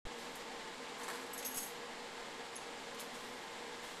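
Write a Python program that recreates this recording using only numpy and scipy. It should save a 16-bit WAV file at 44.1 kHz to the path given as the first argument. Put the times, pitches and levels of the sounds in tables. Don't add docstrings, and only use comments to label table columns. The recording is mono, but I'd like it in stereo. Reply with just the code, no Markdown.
import sys
import numpy as np
from scipy import signal
from scipy.fft import rfft, irfft
from scipy.io import wavfile

SR = 44100
rng = np.random.default_rng(int(sys.argv[2]) if len(sys.argv) > 2 else 0)


def unload_audio(sound):
    columns = np.transpose(np.atleast_2d(sound))
    steps = np.round(np.clip(columns, -1, 1) * 32767)
    wavfile.write(sys.argv[1], SR, steps.astype(np.int16))


N = 176400


def amp(db):
    return 10 ** (np.asarray(db) / 20)


def unit(x):
    return x / np.sqrt(np.mean(x ** 2) + 1e-20)


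def unit_energy(x):
    return x / np.linalg.norm(x)


def curve(points, hz):
    freqs, values = np.transpose(points)
    return np.interp(np.log(hz + 1), np.log(freqs + 1), values)


def add(mix, start_s, sound):
    part = mix[max(round(start_s * SR), 0):][:len(sound)]
    part += sound[:len(part)]


def noise(gains):
    return irfft(rfft(rng.standard_normal(N)) * gains, N)


def response(colour, tilt_db=0, size=4096):
    hz = abs(np.fft.fftfreq(size, 1 / SR))
    log_gain = np.log(amp(curve(colour, hz) + tilt_db * np.log2(np.maximum(hz, 3000))))
    spectrum = np.exp(np.conj(signal.hilbert(log_gain)))
    return unit_energy(np.fft.ifft(spectrum).real)


def ringing(modes, tilt_db=0, detune=.003):
    t = np.arange(SR // 5) / SR
    out = np.zeros(len(t))
    for hz, db, t60 in modes:
        gain = amp(db + tilt_db * np.log2(hz / modes[0][0]))
        pitch_hz = hz * (1 + detune * rng.standard_normal())
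        out += gain * np.exp(-np.log(1000) * t / t60) * np.sin(2 * np.pi * (pitch_hz * t + rng.random()))
    return unit_energy(out)


def stroke(db, rise_s, fade_s, per_s, spread_db=0):
    t = np.arange(SR) / SR
    slips = (rng.random(SR) < per_s / SR) * rng.choice([-1, 1], SR)
    sizes = amp(spread_db * np.minimum(rng.exponential(1, SR), 4))
    envelope = np.minimum(t / rise_s, 1) * np.exp(-np.maximum(t - rise_s, 0) / fade_s)
    return amp(db) * unit(slips * sizes) * envelope


def rub(body, db, rise_s, fade_s, spread_db=0):
    return signal.fftconvolve(stroke(db, rise_s, fade_s, per_s=6000, spread_db=spread_db), body)


# freq_hz, density_db
FAN_AIR = [(20, -5), (55, -20), (100, -12.5), (135, -13.5), (160, -6), (225, -3.5), (320, -3.5), (440, -4),
           (610, -3), (800, -1), (1050, -2.5), (1400, -6), (2100, -4), (2450, -8.5), (3100, -7.5),
           (4000, -9.5), (5000, -13), (6300, -17), (7500, -14.5), (9200, -23), (11500, -28.5),
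           (14000, -37.5)]
# pitch_hz, width_hz, level_db
FAN_HUMS = [(219.6, 8.6, -70), (236.5, 6.6, -68.5), (258.7, 11.7, -65), (360.6, 6.5, -70), (432, 18, -65),
            (464.2, 22, -63), (477.2, 23, -59), (554, 12, -67), (786.6, 12, -66), (863, 15, -67),
            (887, 17, -63), (1033, 12, -65.5), (1659, 23, -66)]


def fan(air_db=-49, flutter_db=.5):
    hz = np.fft.rfftfreq(N, 1 / SR)
    air = unit(noise(amp(curve(FAN_AIR, hz))))
    flutter = unit(noise(hz < 25))
    hum_power = np.zeros(len(hz))
    for pitch, width, db in FAN_HUMS:
        peak_power = amp(db) ** 2 * SR / (np.pi * width / 2)
        hum_power += peak_power / (1 + (2 * (hz - pitch) / width) ** 2) ** 2
    return amp(air_db + flutter_db * flutter) * air + noise(np.sqrt(hum_power))


# freq_hz, t60_s
ROOM_DECAY = [(200, 0.19), (2000, 0.31), (7000, 0.254), (14000, 0.286)]


def room(x, reflections_per_s=4000, predelay_s=.004):
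    reflections = rng.standard_normal(SR) * (rng.random(SR) < reflections_per_s / SR)
    reflections *= np.arange(SR) / SR > predelay_s
    hz, t, bands = signal.stft(reflections, SR, nperseg=256)
    decay = np.exp(-np.log(1000) * t / curve(ROOM_DECAY, hz)[:, None])
    tail = signal.istft(bands * decay, SR)[1]
    return signal.fftconvolve(x, unit_energy(tail))[:N]


# freq_hz, density_db
SEAT_COLOUR = [(15, -7), (40, -17), (100, -15), (165, 5), (400, -34), (2000, -73)]
# start_s, level_db, rise_s, fade_s
SEAT_THUMPS = [(1.552, -56, .012, .025)]


def seat_thump():
    out = np.zeros(N)
    for start, db, rise, fade in SEAT_THUMPS:
        add(out, start, rub(response(SEAT_COLOUR), db, rise, fade))
    return out


def seat_sag(start_s=1.570, peak_db=-54, rise_s=.002, rebound_s=.11):
    t = np.maximum(np.arange(N) / SR - start_s, 0)
    rebound = (1 - t / rebound_s) * np.exp(-t / rebound_s)
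    return -amp(peak_db) * np.minimum(t / rise_s, 1) * rebound


# freq_hz, density_db
FABRIC_COLOUR = [(300, -12), (1500, 0.5), (2700, -3), (3700, 2), (5000, -3.5), (5800, -1.5), (6700, -3),
                 (8500, -1), (9500, -6.5), (10900, -5), (14000, -12.5)]
# start_s, level_db, rise_s, fade_s, tilt_db_per_octave
FABRIC_BRUSHES = [(.14, -56.5, 0.063, 0.105, -2), (.316, -63, .003, 0.0097, 5.5),
                  (.352, -47.5, 0.0039, 0.0118, 12), (0.977, -60, 0.0071, 0.067, 6),
                  (1.09, -56, 0.025, 0.082, -1), (2.79, -62, 0.016, 0.048, -2),
                  (2.945, -49, 0.0011, 0.0082, -2), (2.975, -51, .015, 0.017, -3),
                  (2.996, -52, 0.0052, 0.027, 10), (3.12, -55.5, 0.026, 0.11, -1),
                  (3.156, -58, .001, .004, 5), (3.22, -65, 0.039, 0.23, 8), (3.81, -56, 0.029, 0.14, -0.5)]


def fabric():
    out = np.zeros(N)
    for start, db, rise, fade, tilt in FABRIC_BRUSHES:
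        add(out, start, rub(response(FABRIC_COLOUR, tilt), db, rise, fade, spread_db=2.5))
    return out


# freq_hz, density_db
SLIDER_COLOUR = [(2000, -23), (5400, -14), (6000, 3), (6500, -4), (7200, 0), (7800, -4), (8700, 3.5),
                 (9900, -9), (10600, 2), (11600, -11), (14000, -24)]
# start_s, level_db, rise_s, fade_s
STRAP_SLIPS = [(1.032, -46.3, .002, .010)]


def strap():
    out = np.zeros(N)
    for start, db, rise, fade in STRAP_SLIPS:
        add(out, start, rub(response(SLIDER_COLOUR), db, rise, fade))
    return out


# freq_hz, density_db
HOOD_COLOUR = [(600, -5), (2600, -12), (3550, 3), (4400, -4), (5170, 2), (5800, -11), (6450, 1), (7600, -6),
               (8500, 3), (9500, -10), (10700, 2), (12200, -3), (13100, -13), (14000, -8)]
# start_s, level_db
HOOD_TAPS = [(2.996, -42.5), (3.003, -43.5), (3.009, -43)]


def hood():
    out = np.zeros(N)
    for start, db in HOOD_TAPS:
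        add(out, start, rub(response(HOOD_COLOUR), db, rise_s=.0012, fade_s=.0037))
    return out


# freq_hz, density_db
FRAME_COLOUR = [(100, -51), (500, -1.5), (750, -6), (950, 3), (1450, -1.5), (2200, -7), (3300, -16),
                (4400, -9), (5200, -18), (7000, -16), (7850, -10), (8800, -17), (10000, -18), (10800, -16),
                (14000, -24.5)]
# start_s, peak_db
FRAME_KNOCKS = [(0.998, -38), (1.015, -37), (1.045, -50), (1.081, -31), (1.082, -35), (1.087, -31.5),
                (1.102, -31), (1.116, -45.5), (1.137, -42), (1.150, -39), (1.156, -37)]
# start_s, level_db, rise_s, fade_s
FRAME_CREAKS = [(0.971, -51.5, 0.071, 0.061), (1.085, -49.5, 0.0114, 0.17)]


def frame(buzz_db=-15.5, buzz_fade_s=.0048):
    drive, body = np.zeros(N), response(FRAME_COLOUR)
    t = np.arange(SR // 10) / SR
    click = t == 0
    for start, db in FRAME_KNOCKS:
        buzz = amp(buzz_db) * rng.standard_normal(len(t)) * np.exp(-t / buzz_fade_s)
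        add(drive, start, amp(db) * (click + buzz) / abs(body).max())
    for start, db, rise, fade in FRAME_CREAKS:
        add(drive, start, stroke(db, rise, fade, per_s=830, spread_db=-1.0))
    return signal.fftconvolve(drive, body)[:N]


# pitch_hz, level_db, t60_s
RING_MODES = [(5250, -16, .018), (5590, -7.5, .014), (6000, -9, 0.0103), (6440, -5, 0.016),
              (8850, -9, 0.0077), (10620, 0.5, 0.013), (11250, -17, .007), (12200, -23, .007)]
# start_s, level_db
RING_CLINKS = [(1.203, -59), (1.262, -57), (2.556, -43), (2.563, -40), (2.569, -47.5)]


def small_ring():
    drive, body = np.zeros(N), ringing(RING_MODES)
    for start, db in RING_CLINKS:
        add(drive, start, stroke(db, rise_s=.0016, fade_s=.0021, per_s=4500))
    return signal.fftconvolve(drive, body)[:N]


# pitch_hz, level_db, t60_s
BUCKLE_MODES = [(6520, 0, .035), (6640, -6, .035), (8600, -11, .015), (10550, -9, .03), (10720, -4, .035),
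                (11310, 0, .03), (11720, -6, .02), (12700, -13, .05)]
# pitch_hz, level_db, t60_s
CLASP_MODES = [(5125, -11, .045), (6415, -4, .04), (7765, -1, .04), (7870, -2, .03), (8020, -8, .03),
               (9700, -11, .045), (11850, -5, .025)]
# freq_hz, density_db
SCRAPE_COLOUR = [(300, -32.5), (2000, -3.5), (4000, -6), (6000, 1.5), (8200, 3), (9800, 0), (11500, 2),
                 (12600, -2), (14000, -6.5)]
# start_s, level_db, rise_s, fade_s, tilt_db_per_octave, buckle_db, clasp_db
HARNESS_SHAKES = [(1.332, -42.5, 0.00196, 0.011, 8, -8, -4.5), (1.377, -46.5, 0.0018, 0.01, 1, 2, -14),
                  (1.386, -44, 0.0034, 0.013, -4, -6, -16.5), (1.425, -43, 0.0031, 0.0099, -10, -12, -14),
                  (1.446, -43, 0.0028, 0.011, -2, -0.5, -12), (1.453, -39.5, 0.0038, 0.021, 2.5, -1, -11),
                  (1.512, -51.5, 0.0049, 0.026, 0, -9, -4), (1.540, -47.5, 0.0037, .02, 0, 1, -5.5),
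                  (1.555, -41.5, 0.0054, 0.035, 1, -2.5, -4), (1.565, -40, 0.015, 0.011, -4, 0, -2.5),
                  (1.600, -44, 0.0038, 0.05, 4, -20, -10), (1.628, -48.5, 0.00215, 0.011, -2, 5.5, -11.5),
                  (1.662, -49.5, .005, 0.0127, 8, -8.5, -6.5)]


def buckles(scrape_db=-2.5):
    out = np.zeros(N)
    for start, db, rise, fade, tilt, buckle_db, clasp_db in HARNESS_SHAKES:
        body = amp(buckle_db) * ringing(BUCKLE_MODES, tilt)
        body += amp(clasp_db) * ringing(CLASP_MODES, tilt)
        add(body, 0, amp(scrape_db) * response(SCRAPE_COLOUR, tilt))
        chatter = stroke(db, rise, fade, per_s=4500)
        add(out, start, signal.fftconvolve(chatter, body))
    return out


def scene(room_db=-5):
    stroller = buckles() + small_ring() + frame() + fabric() + strap() + hood() + seat_thump()
    mono = stroller + amp(room_db) * room(stroller) + seat_sag() + fan()
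    return np.array([mono, mono])


def record(dry, open_s=.053, pop_s=.018, pop_db=-41, cutoff_hz=14000):
    t = np.arange(N) / SR - open_s
    fade_in = np.clip(t / .0013 + 1, 0, 1)
    pop = amp(pop_db) * (t < pop_s)
    lowpass = signal.firwin(511, cutoff_hz, window=("kaiser", 9), fs=SR)
    return signal.oaconvolve(fade_in * (dry + pop), lowpass[None], "same")


dry = scene()
out = record(dry)
unload_audio(out)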